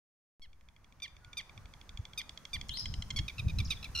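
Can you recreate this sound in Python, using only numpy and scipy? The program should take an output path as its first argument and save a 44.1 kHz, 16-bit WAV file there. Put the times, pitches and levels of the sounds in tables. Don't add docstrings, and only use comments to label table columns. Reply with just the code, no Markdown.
import sys
import numpy as np
from scipy import signal
from scipy.fft import rfft, irfft
from scipy.io import wavfile
from scipy.ndimage import uniform_filter1d

SR = 44100
rng = np.random.default_rng(int(sys.argv[2]) if len(sys.argv) > 2 else 0)


def ratio_of_db(decibels):
    return 10 ** (np.asarray(decibels, float) / 20)


def unload_audio(sound):
    columns = np.transpose(np.atleast_2d(sound))
    steps = np.round(np.clip(columns, -1, 1) * 32767)
    wavfile.write(sys.argv[1], SR, steps.astype(np.int16))


N = 176400

# frequency in Hz, gain in dB.
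THROAT = [(1150, -25.5), (2300, -4), (3500, 0.5), (4800, -3.5), (6200, -8), (7300, -24), (8600, -14),
          (12000, -20)]
SYLLABLE_RISE_S, SYLLABLE_ARCH = 0.0029, 0.052
CALM_RASP, CALM_JITTER = 0.09, 0.008


def evened(x):
    return x / np.sqrt(np.mean(x ** 2) + 1e-20)


def slow_noise(shape, size):
    return uniform_filter1d(uniform_filter1d(rng.standard_normal(shape), size), size)


def read(points, hz):
    f, value = np.transpose(points)
    return np.interp(np.log(hz + 1), np.log(f + 1), value)


def add(mix, start_s, sound):
    part = mix[..., round(start_s * SR):][..., :len(sound)]
    part += sound[:part.shape[-1]]


def colour(x, points):
    cepstrum = irfft(np.log(ratio_of_db(read(points, np.fft.rfftfreq(2048, 1 / SR)))))
    cepstrum[1:1024] *= 2
    cepstrum[1025:] = 0
    response = irfft(np.exp(rfft(cepstrum)))[:1024]
    return signal.oaconvolve(x, response)[:len(x)]


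def ports(x, pan, turn):
    hz = np.fft.rfftfreq(N, 1 / SR)
    half = ratio_of_db(read(pan, hz) / 2) * np.exp(.5j * read(turn, hz))
    return irfft(rfft(x) * np.array([half, 1 / half]), N)


def echoes(x, t60_s, first_s):
    t = np.arange(SR // 2) / SR
    taps = rng.standard_normal((2, len(t))) * ratio_of_db(-60 * t / t60_s) * (t > first_s)
    taps = taps / np.linalg.norm(taps[0])
    return signal.fftconvolve(np.atleast_2d(x), taps, axes=1)[:, :N]


def air(tone, same, pan, field_db, size, patchy_db, smooth):
    hop = size // 4
    frames, hz = N // hop + 5, np.fft.rfftfreq(size, 1 / SR)
    a, b, c, d, patches = rng.standard_normal((frames, len(hz), 5)).T
    patches = uniform_filter1d(patches, smooth[0], 0)
    patches = evened(uniform_filter1d(patches, smooth[1], 1))
    like = np.clip(read(same, hz), -1, 1)[:, None]
    left = a + 1j * b
    right = like * left + np.sqrt(1 - like ** 2) * (c + 1j * d)
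    side = ratio_of_db(read(pan, hz)[:, None] / 2)
    z = np.array([left * side, right / side])
    moving_db = field_db(np.arange(frames) * hop / SR, hz[:, None])
    z *= ratio_of_db(read(tone, hz)[:, None] + patchy_db * patches + moving_db)
    return evened(signal.istft(z, nperseg=size, noverlap=size - hop)[1][:, :N])


def voice(length_s, db, hz, low_db, sag, rise_s, fade_db, curve, tilt_db, arch, rasp,
          jitter=CALM_JITTER, throat=THROAT, dulling_db=-17, opening_db=0):
    arch_share, opening_s, uneven_db = 0.11, 0.0044, 2.5
    t = np.arange(0, length_s, 1 / SR)
    u = t / length_s
    wobble, breath = rng.standard_normal((2, 4000))[:, :len(t)]
    wobble = evened(uniform_filter1d(wobble, 60))
    pitch_hz = hz * (1 - sag * u ** curve - arch * np.exp(-u / arch_share) + jitter * wobble)
    turns = np.cumsum(pitch_hz) / SR
    uneven = rng.standard_normal(13) * np.clip((np.arange(13) - 3) / 4, 0, 1)
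    late_db = opening_db * np.exp(-t / opening_s)
    dull_db = dulling_db * u ** 3.42
    pulses = 0
    for k in range(1, 13):
        partial_db = tilt_db * max(k - 3, 0) + low_db * (k < 3) + uneven_db * uneven[k]
        partial_db = partial_db + late_db * max(k - 4, 0) + dull_db * max(k - 2, 0)
        pulses = pulses + ratio_of_db(partial_db) * np.cos(2 * np.pi * k * (turns - .7))
    attack = np.minimum(t / rise_s, 1) ** 2
    release = np.minimum((length_s - t) / 0.0014, 1)
    shape = attack * ratio_of_db(fade_db * u ** curve) * release
    drive = np.pad(shape * (pulses + 3 * rasp * breath), (0, 400))
    return ratio_of_db(db) * colour(drive, list(throat) + [(14500, -38)])


def wash():
    # frequency in Hz, density in dB per Hz.
    tone = [(120, 7)] + list([(450, -2.5), (1150, 1), (1900, -4.5), (2700, -9.5), (3500, -12.5), (6300, -7),
                              (8000, -13), (15500, -20.5)])
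    # frequency in Hz, left-right likeness 0 to 1.
    same = [(400, 0.72), (1200, 0.65), (8000, 0.07)]
    # frequency in Hz, left-right level in dB.
    pan = [(500, -3), (4000, 2), (12000, -4.5)]
    # time in seconds, level in dB.
    opening = [(.4, -77), (.6, -72), (1.001, -67.5), (1.5, -61.5), (2.1, -62.5), (2.6, -60), (4., -57.5)]

    def dull_db(t, hz):
        return -4.5 * np.clip(1 - t / 3.2, 0, 1) * np.log2(np.maximum(hz / 2000, 1))

    noise = air(tone, same, pan, dull_db, size=1024, patchy_db=1.16, smooth=(10, 10))
    return noise * ratio_of_db(np.interp(np.arange(N) / SR, *np.transpose(opening)))


def wind():
    # time in seconds, level in dB.
    gusts = [(.42, -65.5), (1.45, -57.5), (1.62, -51), (1.77, -59), (1.95, -53), (2.1, -57.5), (2.51, -60),
             (2.55, -44), (2.8, -51.5), (2.9, -38.5), (3.08, -46.5), (3.209, -34.5), (3.349, -54),
             (3.452, -33), (3.528, -36.5), (3.63, -35), (3.8, -48), (3.95, -43)]
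    tone = list([(12, -27), (59, 3), (103, -11.5), (190, -13.5), (300, -29.5), (500, -43.5)]) + [(1500, -72)]
    # frequency in Hz, left-right likeness 0 to 1.
    same = [(40, .985), (300, .45)]
    # frequency in Hz, left-right level in dB.
    pan = [(100, 0.1)]
    s, db = np.transpose(gusts)

    def bright_db(t, hz):
        reach = np.clip(np.log2((hz + 1) / 60), 0, 2) / 2
        return 0.15 * (np.interp(t, s, db) + 31.0) * reach

    noise = air(tone, same, pan, bright_db, size=1024, patchy_db=3.0, smooth=(6, 4))
    return noise * ratio_of_db(np.interp(np.arange(N) / SR, s, db))


def hiss():
    # frequency in Hz, density in dB per Hz.
    tone = [(1500, -15), (6000, 0), (15500, -4)]
    return ratio_of_db(-83.5) * np.array([evened(colour(v, tone)) for v in rng.standard_normal((2, N))])


def falling_calls():
    # start in seconds, length in seconds, level in dB, pitch in Hz, tilt in dB per partial.
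    events = [
        (0.418, 0.045, -56.5, 1113, -0.5),
        (1.02, 0.046, -41.5, 1204, -0.5),
        (1.369, 0.041, -39, 1218, 0.16),
        (2.175, 0.04, -38.5, 1236, 0.8),
        (2.5309, 0.039, -37, 1201, 0.28),
        (3.1607, 0.035, -38, 1133, 0.1),
    ]
    out = np.zeros(N)
    for start_s, length_s, db, hz, tilt_db in events:
        call = voice(length_s, db, hz, low_db=0.15, sag=0.295, rise_s=0.0015, fade_db=2.5, curve=3.37,
                     tilt_db=tilt_db, arch=0.017, rasp=CALM_RASP, opening_db=-4)
        add(out, start_s, call)
    return out


def ticks():
    # start in seconds, length in seconds, level in dB, pitch in Hz,
    # lowest two partials in dB.
    tick_rows = [(0.531, 0.0047, -61, 1164, 6.5), (0.611, 0.0016, -52, 1110, 8),
                 (0.6871, 0.0029, -52.5, 1160, 6.5), (0.764, 0.0034, -57, 1124, 8.5),
                 (0.8445, 0.0042, -56, 1156, 4.5), (0.924, 0.0035, -56, 1180, 6),
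                 (1.0013, 0.0062, -56, 1170, 5), (1.079, 0.0057, -52, 1166, 4), (1.1663, 0.0038, -52, 1175, 5),
                 (1.2468, 0.0036, -48.5, 1163, 3.5), (1.331, 0.0073, -46, 1202, 3),
                 (1.412, 0.0033, -43.5, 1200, 3), (1.495, 0.0042, -51, 1175, 11),
                 (1.577, 0.0034, -47, 1173, 7.5), (1.657, 0.003, -50, 1167, 7),
                 (1.7375, 0.0039, -47, 1140, 4.5), (1.8135, 0.0045, -48.5, 1154, 1.5),
                 (1.8927, 0.0031, -40.5, 1183, -3), (1.9738, 0.0038, -39.5, 1155, 0),
            (2.053, 0.0038, -39.5, 1170, -1.5), (2.134, 0.0038, -45, 1132, 0.5),
            (2.2155, 0.0032, -36.5, 1140, 0.5), (2.2938, 0.0029, -34, 1153, -4.5),
            (2.3749, 0.0043, -38.5, 1128, -2.5), (2.4526, 0.0041, -37, 1126, -3),
            (2.613, 0.0031, -32.5, 1130, -2.5), (2.693, 0.005, -33, 1083, -6.5),
            (2.7716, 0.0047, -37, 1048, -3), (2.857, 0.0045, -33, 1070, 0.5),
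            (2.9401, 0.0032, -32.5, 1042, -1.5), (3.0232, 0.0038, -33.5, 1056, -1),
            (3.1044, 0.01, -34, 1083, -0.5), (3.1885, 0.011, -32.5, 1109, -3.5)]
    # frequency in Hz, gain in dB.
    beak = [(1150, -20), (2300, -4), (3500, -1.9), (4700, -7), (5900, -8), (7000, -13), (8500, -21),
            (11000, -44)]
    rise_s, stretch, ring_q, ring_db = 0.00096, 1.273, 15, -2.5
    out = np.zeros(N)
    for start_s, length_s, db, hz, low_db in tick_rows:
        tick = voice(length_s * stretch, db, hz, low_db, sag=0.07, rise_s=rise_s, fade_db=-10.2, curve=1.48,
                     tilt_db=0.1, arch=0, rasp=0.3, throat=beak)
        ring = signal.lfilter(*signal.iirpeak(3 * hz, ring_q, SR), tick)
        add(out, start_s - rise_s, tick + ratio_of_db(ring_db) * ring)
    return out


def twitter():
    # start in seconds, length in seconds, level in dB, start pitch in Hz, end pitch in Hz.
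    glides = [
        (3.646, 0.013, -53, 7670, 4380),
        (3.652, 0.015, -51.5, 4360, 5760),
        (3.671, 0.009, -59, 5720, 3000),
        (3.678, 0.011, -68, 6300, 5550),
        (3.681, .018, -69, 3030, 2550),
        (3.765, 0.014, -55.5, 3820, 3320),
        (1.21, 0.11, -70, 1470, 1432),
        (1.976, 0.017, -76, 7000, 6700),
    ]
    out = np.zeros(N)
    for start_s, length_s, db, from_hz, to_hz in glides:
        u = np.arange(0, length_s, 1 / SR) / length_s
        turns = np.cumsum(from_hz + (to_hz - from_hz) * u ** 0.596) / SR
        add(out, start_s, ratio_of_db(db + 7.5) * np.sin(np.pi * u) ** .5 * np.sin(2 * np.pi * turns))
    return out + ratio_of_db(-2.5) * echoes(out, t60_s=0.5, first_s=.004)


def buffets():
    # time in seconds, peak level in dB, frequency in Hz, length in seconds.
    swings = [(2.902, -32, 88, 0.0044), (3.199, -24, 67, 0.004), (3.471, -19.5, 88, 0.0063),
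              (3.54, -31.5, 77, 0.0082), (3.577, -27, 65, 0.0079), (3.602, -24, 95, 0.011),
              (4.6, -28.5, 78, 0.02), (2, -30, 90, 0.0081), (3.671, -35, 74, 0.0056),
              (2.7, -38, 66, 0.0064), (3.4, -33, 105, 0.0096)]
    lag_s = .0003
    t = np.arange(N) / SR + lag_s * np.array([[1], [-1]])
    out = np.zeros((2, N))
    for s, db, hz, length_s in swings:
        out += ratio_of_db(db) * np.exp(-((t - s) / length_s) ** 2) * np.cos(2 * np.pi * hz * (t - s))
    return out


def whistle():
    # time in seconds, pitch in Hz, level in dB.
    glide = [
        (2.686, 2970, -77),
        (2.698, 3020, -45.5),
        (2.716, 3350, -44.5),
        (2.735, 3890, -42.5),
        (2.746, 4170, -46),
        (2.756, 4290, -45),
        (2.766, 5000, -34.5),
        (2.778, 5385, -42),
        (2.797, 5144, -38),
    ]
    over_db = [0, -20, -24]
    pan_db = [5, -8, -14]
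    waver_share, rasp, flutter_db, top_hz = .018, .4, 5, 12300
    s, hz, db = np.transpose(glide)
    t = np.arange(N) / SR
    waver, *flutter = [evened(v) for v in slow_noise((4, N), 130)]
    pitch_hz = np.interp(t, s, hz) * (1 + waver_share * waver)
    turns = np.cumsum(pitch_hz) / SR
    level = ratio_of_db(np.interp(t, s, db, -160, -160)) * (1 + rasp * evened(slow_noise(N, 40)))
    parts = []
    for k, partial_db in enumerate(over_db):
        audible = (k + 1) * pitch_hz < top_hz
        strength = ratio_of_db(partial_db + flutter_db * flutter[k]) * level * audible
        parts.append(strength * np.sin(2 * np.pi * (k + 1) * turns))
    direct = sum(p * ratio_of_db([[pan / 2], [-pan / 2]]) for p, pan in zip(parts, pan_db))
    near_echo = echoes(direct, t60_s=0.11, first_s=0)
    far_echo = echoes(parts[0], t60_s=0.58, first_s=0.011) * ratio_of_db([[2.1], [-2.1]])
    return ratio_of_db(-7) * direct + near_echo + ratio_of_db(-3.5) * far_echo


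def beak_snaps():
    # start in seconds, level in dB.
    snaps = [
        (2.686, -48),
        (9, -37),
        (3.702, -47),
    ]
    # frequency in Hz, gain in dB.
    tone = [(2000, -30), (5000, 10), (9000, 12), (12000, -15)]
    decay_s = 0.0011
    out = np.zeros(N)
    for start_s, db in snaps:
        burst = rng.standard_normal(200) * np.exp(-np.arange(200) / (decay_s * SR))
        add(out, start_s, ratio_of_db(db) * colour(burst, tone))
    return out


def broken_syllables():
    # start in seconds, length in seconds, level in dB, pitch in Hz, lowest two partials in dB.
    events = [(3.279, 0.013, -36, 1257, 3), (3.293, 0.017, -45.5, 1167, 7.5), (3.38, 0.014, -43, 1347, 7),
              (3.391, 0.018, -39.5, 1278, 6), (3.4805, 0.011, -43.5, 1272, 2.5),
              (3.493, 0.022, -46.5, 1244, 6), (3.584, 0.014, -33, 1330, -2),
              (3.599, 0.016, -37.5, 1221, 3.5), (3.7033, 0.021, -29.5, 1274, -4),
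              (3.717, 0.023, -37.5, 1197, 2.5), (3.826, 0.012, -42, 1315, 2), (3.841, 0.013, -37, 1356, .3),
              (3.851, 0.019, -51.5, 1195, 11)]
    out = np.zeros(N)
    for start_s, length_s, db, hz, low_db in events:
        syllable = voice(length_s, db, hz, low_db, sag=0.12, rise_s=SYLLABLE_RISE_S, fade_db=-10.5, curve=2.54,
                         tilt_db=-2.5, arch=SYLLABLE_ARCH, rasp=.3, jitter=.016)
        add(out, start_s, syllable)
    return out


def closing_rattle():
    # start in seconds, length in seconds, level in dB, pitch in Hz, lowest two partials in dB.
    events = [
        (3.948, 0.0095, -35, 1432, 1),
        (3.956, 0.011, -34, 1399, 0.5),
        (3.971, 0.0112, -32.5, 1434, -2.5),
        (3.984, 0.021, -32, 1402, -1.5),
    ]
    out = np.zeros(N)
    for start_s, length_s, db, hz, low_db in events:
        pulse = voice(length_s, db, hz, low_db, sag=0.11, rise_s=SYLLABLE_RISE_S, fade_db=-2, curve=4.7,
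                      tilt_db=-2.5, arch=SYLLABLE_ARCH, rasp=CALM_RASP, dulling_db=1.5)
        add(out, start_s, pulse)
    return out


def lapwings():
    # frequency in Hz, left-right level in dB.
    pan = [(1200, -3), (2300, -1.5), (3500, -6), (4800, 1), (6000, 7), (7200, -17), (9000, 3),
           (12000, -17.5)]
    # frequency in Hz, phase lead of the left in radians.
    turn = [(1500, 0.73), (5000, 0.94), (12000, 1.9)]
    birds = falling_calls() + ticks() + beak_snaps() + broken_syllables() + closing_rattle()
    near = ports(birds, pan, turn)
    scatter = ratio_of_db(-8) * echoes(near, t60_s=0.013, first_s=0.002)
    field = ratio_of_db(-15.5) * echoes(birds, t60_s=0.39, first_s=0.0072)
    return near + scatter + field


def scene():
    return wash() + wind() + hiss() + lapwings() + twitter() + buffets() + whistle()


def roll_off(x):
    return signal.sosfilt(signal.butter(12, 16060, fs=SR, output="sos"), x)


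def record(dry):
    start_s, offset, settle_s = .39676, -0.0034, 0.19
    notch_hz, notch_width_hz, notch_db, edge_hz = 7500, 300, -8, 15780
    t = np.arange(N) / SR - start_s
    hz = np.fft.rfftfreq(N, 1 / SR)
    notch = ratio_of_db(notch_db * np.exp(-((hz - notch_hz) / notch_width_hz) ** 2))
    heard = irfft(rfft(dry) * notch * (hz < edge_hz), N)
    settling = offset * np.exp(-np.maximum(t, 0) / settle_s)
    return roll_off((heard + settling) * (t >= 0))


dry = scene()
out = record(dry)
unload_audio(out)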